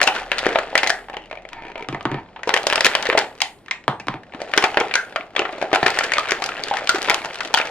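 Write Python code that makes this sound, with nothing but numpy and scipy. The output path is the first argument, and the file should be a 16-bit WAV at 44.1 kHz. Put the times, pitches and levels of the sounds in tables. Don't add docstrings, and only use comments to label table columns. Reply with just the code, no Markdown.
import sys
import numpy as np
from scipy import signal
from scipy.fft import rfft, irfft, next_fast_len
from scipy.io import wavfile
from scipy.ndimage import uniform_filter1d

SR = 44100
rng = np.random.default_rng(int(sys.argv[2]) if len(sys.argv) > 2 else 0)


def transcribe(signal):
    frames = np.atleast_2d(signal).T
    limited = np.clip(frames, -1, 1)
    pcm = np.round(limited * 32767).astype(np.int16)
    wavfile.write(sys.argv[1], SR, pcm)


N = 339570

# start_s, level_db, pitch_hz, t60_s (bounded below), boom_level_db,
# boom_pitch_hz, crack_level_db
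SNAPS = [(0.015, -2.5, 1860, 0.021, -17.5, 430, -11.5), (0.0222, -22, 2380, 0.017, -12.5, 710, -20),
         (0.0296, -14, 2500, 0.016, -20, 730, -8.5), (0.0376, -13, 1680, 0.018, -13, 780, -14),
         (0.0685, -22, 2660, 0.015, -36.5, 690, -30), (0.0714, -22, 2700, 0.011, -14, 716, -18),
         (0.0717, -15, 1110, 0.019, -25, 680, -25), (0.075, -3, 2770, 0.02, -20, 261, -9),
         (0.0778, -17, 980, 0.015, -12, 860, -19), (0.083, -13, 2000, 0.014, -9.5, 850, -24),
         (0.0872, -13, 2500, 0.017, -49, 815, -24), (0.1514, -18.5, 2190, 0.021, -21, 742, -25),
         (0.1609, -15.5, 1430, 0.099, -28, 895, -27), (0.1964, -28, 1760, 0.031, -41, 606, -31.0),
         (0.2176, -28, 1034, 0.017, -19.5, 746, -37), (0.317, -5.5, 2720, 0.01, -14, 696, -20.5),
         (0.3182, -7.5, 1560, 0.018, -20, 900, -27), (0.3307, -16, 1610, 0.012, -28, 794, -32),
         (0.3426, -34, 2880, 0.028, -34, 630, -41), (0.3828, -12.5, 1480, 0.018, -28, 650, -14),
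         (0.389, -15, 3420, 0.036, -38.5, 890, -18.5), (0.4005, -30, 1770, 0.021, -26, 740, -36),
         (0.4301, -28, 1710, 0.017, -18.5, 668, -35), (0.4577, -10, 810, 0.01, -26, 500, -26),
         (0.4656, -8, 1880, 0.018, -6, 364, -20), (0.4896, -17, 940, 0.029, -19, 457, -29),
         (0.528, -20, 1820, 0.017, -22.5, 511, -31), (0.5509, -18, 1800, 0.023, -32, 440, -37),
         (0.5571, -5.5, 900, 0.021, -6.0, 640, -33), (0.587, -9.5, 1730, 0.018, -11.5, 581, -23.5),
         (0.717, -37, 2500, 0.012, -46, 790, -48), (0.7295, -32, 900, 0.02, -17, 790, -57),
         (0.739, -38, 900, 0.02, -26, 790, -57), (0.7536, -2.5, 1940, 0.024, -6, 790, -13.5),
         (0.7774, -9, 2300, 0.031, -20, 780, -9.5), (0.787, -11.5, 2950, 0.036, -27, 770, -29),
         (0.832, -7, 2000, 0.016, -12.5, 790, -17), (0.8355, -11, 2400, 0.012, -14.5, 790, -22),
         (0.8414, -14, 2120, 0.025, -36, 740, -18), (0.8644, -13, 2120, 0.017, -17, 710, -28),
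         (0.8727, -12.5, 2070, 0.038, -19.5, 780, -11.5), (0.8958, -12.5, 2190, 0.015, -23, 750, -12.5),
         (0.9019, -5.5, 1740, 0.023, -11.5, 717, -11), (1.085, -27, 1120, 0.019, -28, 744, -49),
         (1.0983, -25.5, 1800, 0.019, -23, 680, -38), (1.132, -32, 2600, 0.012, -39, 700, -44),
         (1.1382, -28, 890, 0.019, -23, 780, -40), (1.1428, -24, 905, 0.025, -52, 890, -47),
         (1.1683, -17, 875, 0.014, -21.5, 654, -31.5), (1.2584, -38, 2830, 0.009, -54, 700, -44),
         (1.2995, -40, 2200, 0.012, -44, 700, -48), (1.3123, -23, 2440, 0.017, -23, 630, -42),
         (1.3285, -24, 2090, 0.011, -22.5, 650, -45.0), (1.3537, -32, 2290, 0.021, -45, 680, -44),
         (1.3733, -29, 2370, 0.015, -25.5, 596, -47.5), (1.385, -35.5, 1740, 0.017, -43, 730, -59),
         (1.428, -55, 1970, 0.024, -55, 570, -58), (1.4518, -27, 2280, 0.016, -27, 566, -50),
         (1.489, -29.5, 2940, 0.013, -59, 380, -35), (1.498, -44.5, 2700, 0.028, -53, 457, -52.5),
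         (1.5317, -22.5, 1950, 0.01, -38, 790, -34), (1.7564, -22.5, 2200, 0.022, -22, 438, -51),
         (1.845, -31, 970, 0.031, -41, 885, -58), (2.3616, -28, 900, 0.075, -30, 920, -65),
         (2.3925, -33, 1276, 0.023, -32, 675, -58), (2.4329, -18.5, 2000, 0.021, -25.5, 850, -31),
         (2.4739, -20.5, 930, 0.093, -11.5, 496, -29), (2.492, -7, 890, 0.014, -14, 838, -14),
         (2.504, -13, 940, 0.024, -46, 716, -38), (2.5396, -4.5, 1880, 0.027, -10, 840, -10),
         (2.5642, -7, 2250, 0.017, -12.5, 715, -17.5), (2.5729, -9, 1860, 0.03, -18, 810, -16.5),
         (2.6318, -34, 1600, 0.012, -39, 550, -22), (2.6395, -27, 1420, 0.014, -17.5, 600, -39.0),
         (2.6681, -9, 880, 0.036, -8.5, 615, -7.5), (2.7, -8.5, 1710, 0.01, -22, 585, -13.5),
         (2.7107, -15, 2550, 0.028, -20, 600, -37), (2.7263, -1, 1660, 0.0037, -13.5, 770, -15),
         (2.731, -8, 980, 0.019, -43, 690, -15), (2.757, -8, 2350, 0.019, -20, 760, -9),
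         (2.7786, -6.5, 930, 0.017, -11, 870, -33), (2.8074, -8, 1930, 0.024, -15, 736, -6.5),
         (2.8461, -6.5, 2500, 0.028, -26, 840, -6), (2.8545, -5.5, 1570, 0.015, -15, 503, -11),
         (2.8583, -9, 2010, 0.014, -14.5, 335, -6.5), (2.865, 0, 1890, 0.018, -16, 440, -6),
         (2.9511, -2.5, 1650, 0.018, -10, 816, -11.5), (2.9969, -32, 1510, 0.019, -17.5, 627, -38.0),
         (3.0258, -24, 2910, 0.018, -29, 667, -17), (3.0543, -18.5, 1910, 0.027, -18, 607, -20.5),
         (3.0616, -9.5, 905, 0.0081, -28, 790, -36), (3.0682, -15, 1850, 0.017, -30.5, 830, -17.5),
         (3.0895, -22, 900, 0.015, -10.5, 368, -25), (3.1, -0.5, 1770, 0.0038, -20, 440, -26),
         (3.1277, -10, 1600, 0.0099, -14, 600, -29), (3.131, -16, 2280, 0.021, -30, 800, -35),
         (3.1511, -24, 900, 0.015, -3.5, 600, -39), (3.1754, -5.5, 2120, 0.011, -10, 776, -11),
         (3.1783, -8.5, 2130, 0.025, -15, 600, -11), (3.1828, -6.5, 1660, 0.013, -6, 625, -26),
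         (3.189, -19, 885, 0.015, -33, 880, -8), (3.198, -13, 1670, 0.0064, -23, 600, -32),
         (3.213, -14, 1410, 0.019, -33, 620, -28), (3.3519, -39, 900, 0.02, -46, 780, -42),
         (3.378, -39, 1220, 0.015, -53, 340, -44), (3.3855, -40, 1380, 0.021, -53, 780, -41),
         (3.4042, -15.5, 3850, 0.028, -34, 860, -21), (3.4177, -7, 4000, 0.021, -15, 753, -6.5),
         (3.439, -36, 1920, 0.018, -50, 890, -41), (3.4559, -30, 1840, 0.031, -70, 640, -42),
         (3.587, -54, 950, 0.021, -60, 303, -51), (3.661, -36, 2110, 0.013, -45, 890, -44),
         (3.6827, -26.5, 1800, 0.019, -51, 890, -43), (4.2337, -34.5, 1750, 0.017, -52, 300, -46),
         (4.3227, -33, 2290, 0.022, -42, 550, -56), (4.337, -25.5, 1830, 0.011, -26.5, 790, -45),
         (4.347, -27, 980, 0.039, -25.5, 280, -45), (4.4021, -27, 930, 0.071, -24.5, 590, -42),
         (4.4171, -19.5, 900, 0.014, -15.5, 470, -24.5), (4.4226, -32, 940, 0.014, -34, 456, -34),
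         (4.5166, -41, 1770, 0.014, -46, 296, -32), (4.5368, -5.5, 1790, 0.019, -18, 575, -21),
         (4.5644, -35, 900, 0.033, -21, 440, -27.0), (4.5763, -2.5, 1480, 0.022, -8.5, 416, -3.5),
         (4.5822, -5, 2060, 0.011, -18, 635, -29), (4.624, -9.5, 1110, 0.034, -22.5, 780, -21),
         (4.6394, -5, 880, 0.06, -5, 762, -14.5), (4.7439, -17, 905, 0.019, -17, 754, -34),
         (4.7717, -4.5, 1750, 0.034, -4.5, 780, -20), (4.785, -29, 2220, 0.011, -14.5, 413, -46),
         (4.8008, -15, 2190, 0.025, -16, 626, -17), (4.8058, -13, 1370, 0.046, -32, 620, -39),
         (4.8115, -12, 1680, 0.009, -9, 727, -38), (4.8518, -29, 900, 0.017, -25, 640, -41),
         (4.883, -26, 2370, 0.014, -40, 900, -33), (4.9117, -16, 2380, 0.036, -25, 758, -48),
         (4.9391, -7, 2280, 0.019, -32, 880, -14.5), (4.9476, -31, 2960, 0.032, -32, 870, -36),
         (4.9539, -5.5, 1470, 0.025, -20.5, 554, -7.5), (5.0118, -38, 1540, 0.018, -54, 470, -40),
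         (5.1241, -30, 1500, 0.025, -30, 554, -44), (5.16, -10, 1420, 0.027, -14.5, 650, -24),
         (5.199, -39, 1080, 0.022, -29, 326, -46), (5.209, -23, 2360, 0.016, -34, 710, -56),
         (5.2136, -31, 1030, 0.039, -37, 890, -61), (5.3515, -27, 1800, 0.036, -25, 714, -42),
         (5.3631, -10, 3230, 0.018, -30, 535, -29), (5.3648, -8, 1450, 0.024, -19, 560, -23),
         (5.3804, -15.5, 1260, 0.03, -21, 600, -38.0), (5.3931, -7.5, 2800, 0.007, -17.5, 395, -15),
         (5.396, -18, 1410, 0.023, -15, 695, -38), (5.403, -26, 2400, 0.015, -17, 690, -42),
         (5.4182, -17, 1210, 0.02, -15, 440, -41), (5.4521, -14.5, 1370, 0.042, -17.5, 700, -48),
         (5.4918, -23, 1140, 0.014, -21.5, 684, -57), (5.497, -30, 890, 0.014, -30, 900, -59),
         (5.531, -29, 1210, 0.057, -22.5, 364, -54), (5.582, -32, 1500, 0.028, -21, 600, -36),
         (5.6145, -17.5, 1530, 0.042, -19, 695, -33), (5.6254, -18, 1200, 0.038, -7, 600, -28.5),
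         (5.641, -25.5, 890, 0.039, -17.5, 382, -47), (5.7152, -23, 1250, 0.032, -22, 710, -43.0),
         (5.7302, -8, 1350, 0.022, -4.5, 576, -18), (5.7365, -9.5, 1390, 0.041, -6, 690, -32.0),
         (5.7395, -13.5, 2300, 0.03, -15.5, 600, -35.0), (5.7481, -9, 1380, 0.016, -16, 710, -14.5),
         (5.754, -24, 1880, 0.024, -37, 935, -26), (5.7583, -3, 920, 0.015, -23, 920, -18),
         (5.829, -10.5, 1750, 0.039, -6.5, 686, -22.5), (5.8376, -20, 1340, 0.016, -17, 570, -27),
         (5.8624, -5, 1750, 0.02, -13, 402, -14), (5.8654, -6.5, 2610, 0.035, -10.5, 469, -15.5),
         (5.8813, -7, 915, 0.018, -23, 890, -35), (5.903, -18, 1460, 0.02, -34, 535, -17),
         (5.9444, -33, 2590, 0.025, -37, 746, -25.5), (5.953, -27, 2150, 0.022, -28, 530, -31),
         (5.9645, -21, 2800, 0.012, -28, 600, -26), (5.9729, -13, 1410, 0.02, -18, 736, -29.5),
         (5.9879, -7.5, 1870, 0.025, -15.5, 430, -12), (6.0086, -9.5, 1380, 0.023, -27, 660, -36),
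         (6.036, -20, 2120, 0.015, -28, 503, -23), (6.0398, -16.5, 2090, 0.028, -25, 487, -18),
         (6.048, -19, 1650, 0.025, -37, 460, -26), (6.1193, -8, 1890, 0.021, -23.5, 580, -19),
         (6.1361, -9.5, 2330, 0.019, -19.5, 780, -13.5), (6.1581, -18, 2250, 0.017, -28, 570, -35.0),
         (6.1685, -11, 1450, 0.028, -18, 575, -33), (6.183, -2.5, 1330, 0.0074, -16, 620, -12.5),
         (6.1932, -13, 1220, 0.034, -26, 790, -20), (6.2576, -20, 2600, 0.013, -36, 705, -34),
         (6.2785, -20, 2300, 0.01, -34, 704, -34), (6.2866, -18, 2190, 0.023, -30, 710, -27),
         (6.2917, -16, 1520, 0.05, -33, 740, -29), (6.308, -12.5, 2290, 0.022, -27, 740, -13),
         (6.3194, -3.5, 1580, 0.013, -15, 420, -12.5), (6.4006, -30, 2200, 0.012, -23, 600, -36),
         (6.421, -14, 1130, 0.037, -16, 770, -20), (6.44, -15.5, 1370, 0.015, -28, 875, -14),
         (6.453, -24, 1000, 0.015, -23.5, 562, -36), (6.461, -24, 2130, 0.028, -22, 595, -17.5),
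         (6.4899, -15, 1340, 0.025, -22, 790, -28), (6.5197, -16, 1300, 0.019, -30, 615, -44),
         (6.5603, -30, 2000, 0.007, -36, 700, -42), (6.568, -23, 2620, 0.006, -31, 700, -38),
         (6.578, -21, 1600, 0.0089, -27, 700, -40), (6.6367, -42, 3770, 0.012, -33, 820, -13),
         (6.6442, -31, 1220, 0.028, -23, 610, -41), (6.674, -25, 2400, 0.012, -30, 600, -36),
         (6.6835, -23, 1610, 0.019, -35, 465, -21.5), (6.7026, -28, 3550, 0.012, -40, 700, -28),
         (6.7118, -16.5, 930, 0.02, -9.5, 790, -35), (6.7383, -17, 1530, 0.016, -23, 790, -23),
         (6.7564, -25.0, 2030, 0.028, -42, 790, -33.0), (6.7693, -15, 2050, 0.048, -35, 580, -23.5),
         (6.7858, -23, 1500, 0.03, -23, 900, -31), (6.8204, -34, 1140, 0.015, -18.5, 596, -52),
         (6.8731, -13.0, 2380, 0.014, -49, 546, -15), (6.8922, -3.5, 1430, 0.026, -15, 830, -3.5),
         (6.8981, -17, 1410, 0.011, -20.5, 615, -13), (6.9465, -13.5, 1140, 0.045, -22, 362, -22),
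         (6.9572, -15.5, 1470, 0.066, -17, 800, -21.5), (6.984, -24, 1170, 0.017, -19.5, 414, -25),
         (7.018, -34, 3560, 0.01, -32, 600, -17), (7.028, -28, 2220, 0.0087, -31, 736, -16.5),
         (7.044, -20, 1380, 0.018, -41, 590, -24), (7.0603, -19, 2200, 0.013, -31, 700, -32),
         (7.078, -19, 1500, 0.02, -21, 790, -34), (7.0849, -11.5, 1300, 0.03, -16, 814, -27.5),
         (7.0978, -4, 1930, 0.0083, -20, 860, -5), (7.1031, -9.5, 2420, 0.019, -11, 793, -15),
         (7.1116, -9, 1380, 0.023, -10.5, 800, -21), (7.144, -8, 3860, 0.011, -23, 790, -10.5),
         (7.218, -25, 2370, 0.008, -32, 790, -29), (7.2473, -15.5, 870, 0.013, -22.5, 930, -25),
         (7.2566, -21, 910, 0.021, -49, 540, -25), (7.2864, -37, 1840, 0.013, -48, 830, -41),
         (7.332, -37, 2270, 0.043, -38, 300, -33), (7.3445, -28, 3020, 0.008, -46, 700, -27),
         (7.356, -24, 1730, 0.02, -44, 890, -25.5), (7.387, -29, 2600, 0.0094, -44, 690, -29),
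         (7.4055, -12, 1410, 0.035, -25, 730, -20.5), (7.432, -40, 1200, 0.031, -50, 800, -27),
         (7.4485, -21.5, 3390, 0.032, -35, 305, -25.5), (7.456, -33, 920, 0.032, -25, 380, -31),
         (7.4733, -28, 2400, 0.04, -34, 420, -30), (7.5404, -3.5, 910, 0.015, -10, 880, -7),
         (7.5462, -4, 3340, 0.011, -30, 816, -11), (7.5726, -7.5, 1450, 0.038, -28, 420, -15.5),
         (7.5788, -17, 1520, 0.017, -35, 507, -20), (7.586, -12, 2800, 0.021, -30, 850, -20),
         (7.6, -9, 1660, 0.01, -16, 545, -34), (7.6136, -12.5, 2500, 0.021, -33, 790, -25),
         (7.654, -21, 2220, 0.015, -38, 566, -29), (7.672, -26, 2340, 0.012, -33, 870, -27.5)]
# frequency_hz, relative_level_db
FILM_COLOUR = [(500, -8), (900, -0.5), (1800, 4), (2600, 3), (3600, -4), (5000, -17)]
# frequency_hz, relative_level_db, t60_s
TRAY_MODES = [(152, -31, 0.29), (352, 1, 0.028), (440, 10, 0.026), (600, 20.5, 0.014), (723.3, 5.5, 0.019),
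              (790, 8.5, 0.018)]
# frequency_hz, relative_level_db
CRACK_COLOUR = [(3000, 6.5), (4500, 9), (6500, 2.5), (9000, -5.5), (12000, -12), (16000, -26)]
# start_s, level_db,
# pitch_hz, t60_s, mode_spread (share of the pitch)
CLOSE_MODE_RINGS = [(0.465, -16, 360, 0.073, 0.091), (.903, -20, 1720, 0.41, 0.068),
                    (3.712, -13, 2127, 0.038, 0.017), (3.999, -31, 2620, 0.093, 0.029),
                    (4.954, -10.5, 1550, 0.27, 0.0374), (4.961, -24, 2020, 0.31, 0.042),
                    (5.83, -23, 150, 0.044, 0.053), (6.183, -10.5, 1250, 0.049, 0.019),
                    (6.319, -18, 1610, 0.15, 0.028), (6.714, -14.5, 790, 0.045, 0.01),
                    (6.944, -17, 371, 0.054, 0.046)]
# start_s, length_s, first_gap_s, level_db, pitch_hz
SLIP_RUNS = [(1.22, .055, .0095, -42, 2900), (1.622, 0.11, 0.015, -33, 2330),
             (1.779, 0.05, 0.014, -29, 2250), (6.587, 0.045, 0.0062, -32, 1590)]
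# time_s, level_db
STRAIN_CURVE = [(0, -25), (.1, -45), (.16, -28.5), (.27, -46.5), (.45, -28), (.72, -43.5), (.79, -42),
                (.95, -41.5), (1.11, -65), (1.6, -74), (2.01, -63), (2.4, -65), (2.59, -40.5),
                (2.86, -29.5), (3.22, -37.5), (3.5, -85), (3.73, -104), (4.2, -81), (4.37, -52.5),
                (4.6, -35), (4.82, -39), (5.0, -46), (5.3, -61.5), (5.53, -43), (5.73, -43.5),
                (5.86, -29.5), (6.46, -38), (6.73, -34.5), (6.95, -40.5), (7.04, -29.5), (7.1, -28.5),
                (7.18, -37), (7.5, -41), (7.7, -34)]
# start_s, level_db, pitch_hz, t60_s,
# toy_ring_db (against level_db), table_thump_level_db, click_level_db, bluntness (0-1)
KNOCKS = [(1.887, -15, 930, 0.047, -12, -23.5, -21, 0.7), (1.927, -20, 1300, 0.033, -20, -21, -32, .8),
          (1.947, -22, 790, 0.032, 7, -28, -34, 0.46), (2.009, -18, 1000, 0.034, -16, -39, -41, 0.5),
          (2.054, -7, 1030, 0.052, -19, -14.5, -23, 1), (2.116, -18, 1230, 0.067, -26, -18.5, -33, 0.96),
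          (2.144, -16, 920, 0.026, -7, -20.5, -33.5, 0.5), (3.711, -5, 2190, 0.025, -15, -62, -25.5, 1),
          (3.84, -31, 2060, 0.024, -17, -56, -53, 1), (3.88, -0.5, 960, 0.016, -20, -18.5, -15, 0.89),
          (3.999, -22.5, 1490, 0.055, 0, -38, -31, 0.35), (4.07, -23, 790, 0.032, -9, -30, -28, 0.9),
          (4.084, -4.5, 1200, 0.0072, -20, -21.5, -20, 0.75), (4.141, -17, 1000, 0.014, -37, -28, -35, 1)]
# multiple_of_pitch, relative_level_db
CONTACT_COLOUR = [(.2, -16), (.5, -7), (.8, -1), (1., 0), (1.4, -2), (2., -8), (3.5, -17), (5., -40)]
# frequency_hz, relative_level_db, t60_s (shorter when held)
TOY_MODES = [(374, -4.5, 0.024), (663, 4, 0.0034), (790, 4.5, 0.031), (928, 7, 0.07), (1240, 9, 0.012),
             (1800, 10, 0.013), (2120, 0, 0.025), (2250, 2, 0.028), (3320, -9, 0.02), (4370, -6, 0.012)]
# frequency_hz, relative_level_db, t60_s
TABLE_MODES = [(136, -7.5, 0.63), (204, -4.5, 0.1), (300, 11.5, 0.031), (360, 8.5, 0.026)]
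# start_s, length_s, level_db (at the start)
SLIDES = [(1.513, 0.19, -37.5), (1.763, 0.063, -38.5), (1.916, 0.05, -35), (2.082, 0.11, -33.5),
          (4.073, 0.094, -37)]
# frequency_hz, t60_s
ROOM_T60 = [(150, 0.59), (400, 0.31), (2300, 0.24), (6000, 0.19), (14000, 0.75)]
# frequency_hz, level_db
ECHO_LEVEL = [(60, -15), (150, -11), (800, -1), (3000, -4.5), (10000, -11.5)]
# frequency_hz, likeness (0-1)
ECHO_LIKENESS = [(60, 1), (700, 0.93), (2000, 0.65), (6000, 0.15), (14000, 0.58)]
# frequency_hz, likeness (0-1)
DIRECT_LIKENESS = [(300, 0.97), (800, 0.95), (2000, 0.78), (4000, 0.38), (8000, 0.88)]
# frequency_hz, relative_level_db (per Hz)
AIR_COLOUR = [(20, -12), (40, -8), (70, -2), (140, 0), (350, 1), (900, -9), (2000, -17), (4000, -22),
              (8000, -38), (16000, -72)]
# time_s, level_db
HUM_LEVEL = [(0, -68), (.2, -49), (.8, -54.5), (1.9, -57), (2.4, -61), (7.7, -84)]
# frequency_hz, lead_rad
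PORT_LEAD = [(300, .05), (1100, .13), (2000, .42), (3000, .97), (4200, 1.6), (6000, 1.9), (8500, 2.15),
             (12000, 2.8)]

SNAP_PAN_DB, SNAP_PAN_SPREAD_DB = 3.5, 1.5
TONE_DB, TONE_T60_SHARE = -8, .55
LEAN_DB_PER_OCTAVE = 17
SMALL_COUNT = 210
SMALL_DB, SMALL_FOLLOW, SMALL_SPREAD_DB = -29, 0.57, -0.5
SMALL_LOW_HZ, SMALL_HIGH_HZ = 780, 2500
SMALL_T60_S, SMALL_BOOM_HZ = 0.016, 420
SMALL_BOOM_DB, SMALL_CRACK_DB, SMALL_COLOUR_DB = -19.5, -19.5, 9.5
SLIP_SLOWING, SLIP_JITTER, SLIP_SPREAD_DB = 1.02, 0.05, 2
SLIP_BOOM_DB, SLIP_CRACK_DB = -1.5, -14
MOST_SLIPS = 12
STRAIN_DB = -38
CREAK_DB, CREAK_FOLLOW = -40, 0.49
RUSTLE_DB, RUSTLE_FOLLOW = -50, 0.83
FINE_SPREAD_DB = 3.0
KNOCK_PAN_DB = 0.5
HELD_T60_S = 0.04
SLIDE_RISE_S, SLIDE_FALL_S, SLIDE_SAG_DB_PER_S = 0.013, 0.0099, 12
TURN_HZ, TURN_TREBLE_HZ, TURN_SPLIT_HZ = 40, 200, 1800
AIR_DB, HUM_HZ = -51.5, 37.7
EDGE_HZ = 16300


def snaps():
    s, db, hz, t60, boom_db, boom_hz, crack_db = np.vstack([SNAPS, small_snaps(), slips()]).T
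    pan_db = SNAP_PAN_DB + SNAP_PAN_SPREAD_DB * rng.standard_normal(len(s))
    sounds = placed(db, pan_db) * dents(hz, t60, lift_db=7.5, width=0.099)
    sounds += placed(boom_db, 0.22 * pan_db) * booms(boom_hz, uneven_db=7.0, soft_s=0.002)
    cracks = bursts(plain(CRACK_COLOUR, len(s)), 0.77 * t60, spike=1.0)
    sounds += placed(crack_db, 0.74 * pan_db) * cracks
    out = np.zeros((2, N))
    add(out, s, sounds)
    return out


def dents(hz, t60, lift_db, width):
    octaves = np.log2((np.fft.rfftfreq(2048, 1 / SR) + 1) / hz[:, None])
    colour_db = lift_db * np.exp(-(octaves / width) ** 2) - 2.17 * abs(octaves)
    noise = bursts(plain(FILM_COLOUR, len(hz)) + colour_db, t60, spike=3.83)
    note = rings(hz[:, None], 0, TONE_T60_SHARE * t60[:, None], soft_s=0.00038)
    tone_gain = gain_of(TONE_DB)
    return (noise + tone_gain * note) / np.hypot(1, tone_gain)


def booms(hz, uneven_db, soft_s):
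    mode_hz, db, t60 = np.transpose(TRAY_MODES)
    octaves = np.log2(mode_hz / hz[:, None])
    nearest = abs(octaves).argmin(1)
    bend = octaves[np.arange(len(hz)), nearest][:, None]
    lean_db = LEAN_DB_PER_OCTAVE * abs(octaves - bend)
    db = db - lean_db + uneven_db * rng.standard_normal(octaves.shape)
    return rings(mode_hz / 2 ** bend, db, t60 + 0 * db, soft_s)


def small_snaps():
    when, pitch, boom = rng.random((SMALL_COUNT, 3)).T
    a, b, c = rng.standard_normal((SMALL_COUNT, 3)).T
    s = (np.arange(SMALL_COUNT) + when) / SMALL_COUNT * (N - 1) / SR
    strain = strain_db()[(s * SR).astype(int)]
    db = SMALL_DB + SMALL_FOLLOW * strain + SMALL_SPREAD_DB * a
    hz = SMALL_LOW_HZ * (SMALL_HIGH_HZ / SMALL_LOW_HZ) ** pitch
    boom_hz = SMALL_BOOM_HZ * 2 ** boom
    boom_db = db + SMALL_BOOM_DB + SMALL_COLOUR_DB * b
    crack_db = db + SMALL_CRACK_DB + SMALL_COLOUR_DB * c
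    return np.transpose([s, db, hz, 0 * s + SMALL_T60_S, boom_db, boom_hz, crack_db])


def slips():
    start, length, gap, db, hz = np.transpose(SLIP_RUNS)[..., None]
    a, b = rng.standard_normal((len(SLIP_RUNS), MOST_SLIPS, 2)).transpose(2, 0, 1)
    gaps = gap * SLIP_SLOWING ** np.arange(MOST_SLIPS) * (1 + SLIP_JITTER * a)
    since = np.cumsum(gaps, 1) - gaps
    db = db + SLIP_SPREAD_DB * b - 200 * (since > length)
    t60, boom_hz = SMALL_T60_S + 0 * a, SMALL_BOOM_HZ + 0 * a
    columns = [start + since, db, hz + 0 * a, t60, db + SLIP_BOOM_DB, boom_hz, db + SLIP_CRACK_DB]
    return np.stack(columns, -1).reshape(len(SLIP_RUNS) * MOST_SLIPS, -1)


def close_mode_rings():
    s, db, hz, t60, spread = np.transpose(CLOSE_MODE_RINGS)
    close_hz = hz[:, None] * (1 + spread[:, None] * rng.standard_normal((len(s), 16)))
    uneven_db = 1.2 * rng.standard_normal(close_hz.shape)
    sounds = rings(close_hz, uneven_db, t60[:, None], soft_s=0.0022, size=8192)
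    out = np.zeros((2, N))
    add(out, s, placed(db, 0 * s + 2) * sounds)
    return out


def crackle():
    hz, t60 = np.geomspace(900, 4200, 8), np.full(8, .006)
    low = struck(TRAY_MODES, count=5, detune=0.14, uneven_db=4.5, soft_s=0.001)
    high = bursts(plain(CRACK_COLOUR, count=4), np.full(4, .007), spike=.3)
    ticks = dents(hz, t60, lift_db=1.5, width=0.59)
    fine_gain = gain_of(along(STRAIN_CURVE, column=1))
    fine = fine_gain * grains(ticks[..., :1024], per_s=280, spread_db=FINE_SPREAD_DB)
    rustle_gain = gain_of(RUSTLE_DB + RUSTLE_FOLLOW * strain_db())
    rustle = rustle_gain * grains(high[..., :1024], per_s=480, spread_db=FINE_SPREAD_DB)
    creak_gain = gain_of(CREAK_DB + CREAK_FOLLOW * strain_db())
    creak = creak_gain * grains(low, per_s=300, spread_db=4.0)
    return (fine + rustle) * gain_of([[1.2], [-1.2]]) + creak


def strain_db():
    return along(STRAIN_CURVE, column=1) - STRAIN_DB


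def knocks():
    s, db, hz, t60, ring_db, thump_db, click_db, blunt = np.transpose(KNOCKS)
    pan_db = 0 * s + KNOCK_PAN_DB
    colours = []
    for f, b in zip(hz, blunt):
        contact = [(k * f, b * d) for k, d in CONTACT_COLOUR]
        colours.append(plain(contact, count=1))
    held_toy = [(f, d, min(t, HELD_T60_S)) for f, d, t in TOY_MODES]
    ring = struck(held_toy, len(s), detune=.05, uneven_db=2, soft_s=.001)
    thump = struck(TABLE_MODES, len(s), detune=0.012, uneven_db=3.5, soft_s=0.0092)
    click = bursts(plain(CRACK_COLOUR, len(s)), np.full(len(s), .006), spike=3.9)
    sounds = placed(db, pan_db) * bursts(np.vstack(colours), t60, spike=13)
    sounds += placed(db + ring_db, 0 * s) * ring
    sounds += placed(thump_db, 0 * s) * thump
    sounds += placed(click_db, pan_db) * click
    out = np.zeros((2, N))
    add(out, s, sounds)
    return out


def slides():
    body = struck(TOY_MODES, count=3, detune=.006, uneven_db=1, soft_s=.0003)
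    start, length, db = np.transpose(SLIDES)[..., None]
    t = np.arange(N) / SR - start
    shape = np.clip(t / SLIDE_RISE_S, 0, 1) * np.exp(-np.maximum(t - length, 0) / SLIDE_FALL_S)
    sagging_db = db - SLIDE_SAG_DB_PER_S * np.maximum(t, 0)
    level = (shape * gain_of(sagging_db)).sum(0)
    return level * grains(body, per_s=1300, spread_db=1.5)


def bursts(colour_db, t60, spike):
    t, hz = np.arange(2048) / SR, np.fft.rfftfreq(2048, 1 / SR)
    fall = gain_of(-60 * t / np.clip(t60, .003, .06).reshape(-1, 1, 1))
    fall = fall * (1 - np.exp(-t / 0.00024))
    z = rfft(rng.standard_normal((len(colour_db), 2, len(t))) * fall)
    same = np.clip(read(DIRECT_LIKENESS, hz), 0, 1)
    z[:, 1] = same * z[:, 0] + np.sqrt(1 - same ** 2) * z[:, 1]
    log_gain = np.log(gain_of(np.maximum(colour_db, -90)))
    mirrored = np.hstack([log_gain, log_gain[:, -2:0:-1]])
    phase = -signal.hilbert(mirrored).imag[:, :len(hz)]
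    out = irfft((z + spike) * np.exp(log_gain + 1j * phase)[:, None])
    loudest_power = uniform_filter1d((out ** 2).mean(1), 40).max(-1)
    return out / np.sqrt(loudest_power * 2)[:, None, None]


def rings(hz, db, t60, soft_s, size=2048):
    t = np.arange(size) / SR
    hz, db, t60 = (np.asarray(v)[..., None] for v in (hz, db, t60))
    waves = gain_of(db - 60 * t / np.clip(t60, .003, 1)) * np.sin(2 * np.pi * hz * t)
    window = (1 - np.exp(-t / soft_s)) * np.cos(np.pi / 2 * t / t[-1])
    return peaked(waves.sum(1) * window)[:, None]


def struck(modes, count, detune, uneven_db, soft_s):
    hz, db, t60 = np.transpose(modes)
    a, b = rng.standard_normal((count, len(modes), 2)).transpose(2, 0, 1)
    return rings(hz * (1 + detune * a), db + uneven_db * b, t60 + 0 * a, soft_s)


def grains(shapes, per_s, spread_db):
    size = gain_of(spread_db * np.minimum(rng.exponential(1, N), 3))
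    size = size * (rng.random(N) < per_s / SR)
    size /= np.sqrt(uniform_filter1d(size ** 2, 4000) + 1e-9)
    which = rng.integers(0, len(shapes), N)
    total = np.zeros((1, N))
    for k, shape in enumerate(shapes):
        clicks = (size * (which == k))[None]
        total = total + signal.oaconvolve(clicks, shape, axes=1)[:, :N]
    return evened(total)


def plain(points, count):
    hz = np.fft.rfftfreq(2048, 1 / SR)
    below, above = np.maximum(points[0][0] / (hz + 20), 1), np.maximum(hz / points[-1][0], 1)
    outside_db = -30 * np.log2(below * above)
    return np.tile(read(points, hz) + outside_db, (count, 1))


def placed(db, pan_db):
    return gain_of(db[:, None] + np.outer(np.clip(pan_db, -10, 10), [.5, -.5]))[..., None]


def add(mix, times, sounds):
    for s, sound in zip(times, sounds):
        part = mix[:, round(s * SR):][:, :sound.shape[-1]]
        part += sound[..., :part.shape[1]]


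def gain_of(db):
    return 10 ** (np.asarray(db) / 20)


def evened(x):
    return x / np.sqrt(np.mean(x ** 2) + 1e-20)


def peaked(x):
    return x / (abs(x).max(-1, keepdims=True) + 1e-12)


def read(points, hz):
    f, value = np.transpose(points)
    return np.interp(np.log(hz + 1), np.log(f + 1), value)


def along(rows, column):
    rows = np.array(rows)
    return np.interp(np.arange(N) / SR, rows[:, 0], rows[:, column])


def room(x):
    out = np.zeros((2, N))
    turn = 2 * np.pi * np.outer([TURN_HZ, TURN_TREBLE_HZ], np.arange(N) / SR)
    low = signal.sosfiltfilt(signal.butter(2, TURN_SPLIT_HZ, fs=SR, output="sos"), x)
    for k in range(3):
        taps = np.zeros((2, 16384))
        at = np.arange(120, 16360, 16) + rng.integers(0, 16, (2, 1015))
        np.put_along_axis(taps, at, rng.choice([-1., 1.], at.shape), 1)
        hz, t, z = signal.stft(taps, SR, nperseg=512, noverlap=384)
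        same, t60 = np.clip(read(ECHO_LIKENESS, hz), 0, 1)[:, None], read(ROOM_T60, hz)[:, None]
        z = np.array([z[0], same * z[0] + np.sqrt(1 - same ** 2) * z[1]])
        unit_energy = np.sqrt(t60 * SR / 16 / (2 * np.log(1000)))
        z *= gain_of(read(ECHO_LEVEL, hz)[:, None] - 60 * t / t60) / unit_energy
        tail = signal.istft(z, SR, nperseg=512, noverlap=384)[1]
        share = np.sqrt(2 / 3) * np.cos(turn + k * np.pi / 3)
        sent = (share * [low, x - low]).sum(0)[None]
        out += signal.oaconvolve(sent, tail, axes=1)[:, :N]
    return out


def air():
    hz = np.fft.rfftfreq(N, 1 / SR)
    a, b = rng.standard_normal((2, N))
    noise = evened(irfft(rfft([a + 0.36 * b, a - 0.1 * b]) * gain_of(read(AIR_COLOUR, hz)), N))
    waver = evened(uniform_filter1d(uniform_filter1d(rng.standard_normal(N), 6000), 6000))
    hum = np.sin(2 * np.pi * np.cumsum(HUM_HZ * (1 + 0.0074 * waver)) / SR)
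    hum_gain = gain_of(along(HUM_LEVEL, column=1)) * np.sqrt(2)
    return gain_of(AIR_DB) * noise + hum_gain * hum


def scene():
    near = snaps() + close_mode_rings() + knocks() + crackle() + slides()
    return near + room(near.mean(0)) + air()


def record(dry):
    size = next_fast_len(N + 4096)
    lead = read(PORT_LEAD, np.fft.rfftfreq(size, 1 / SR))
    turned = rfft(dry, size) * np.exp(.5j * np.array([lead, -lead]))
    ports = irfft(turned, size)[:, :N]
    clipped = np.clip(ports, -1, 1)
    band_limit = signal.firwin(511, EDGE_HZ, window=("kaiser", 9), fs=SR)[None]
    return np.clip(signal.oaconvolve(clipped, band_limit, "same"), -1, 1)


dry = scene()
out = record(dry)
transcribe(out)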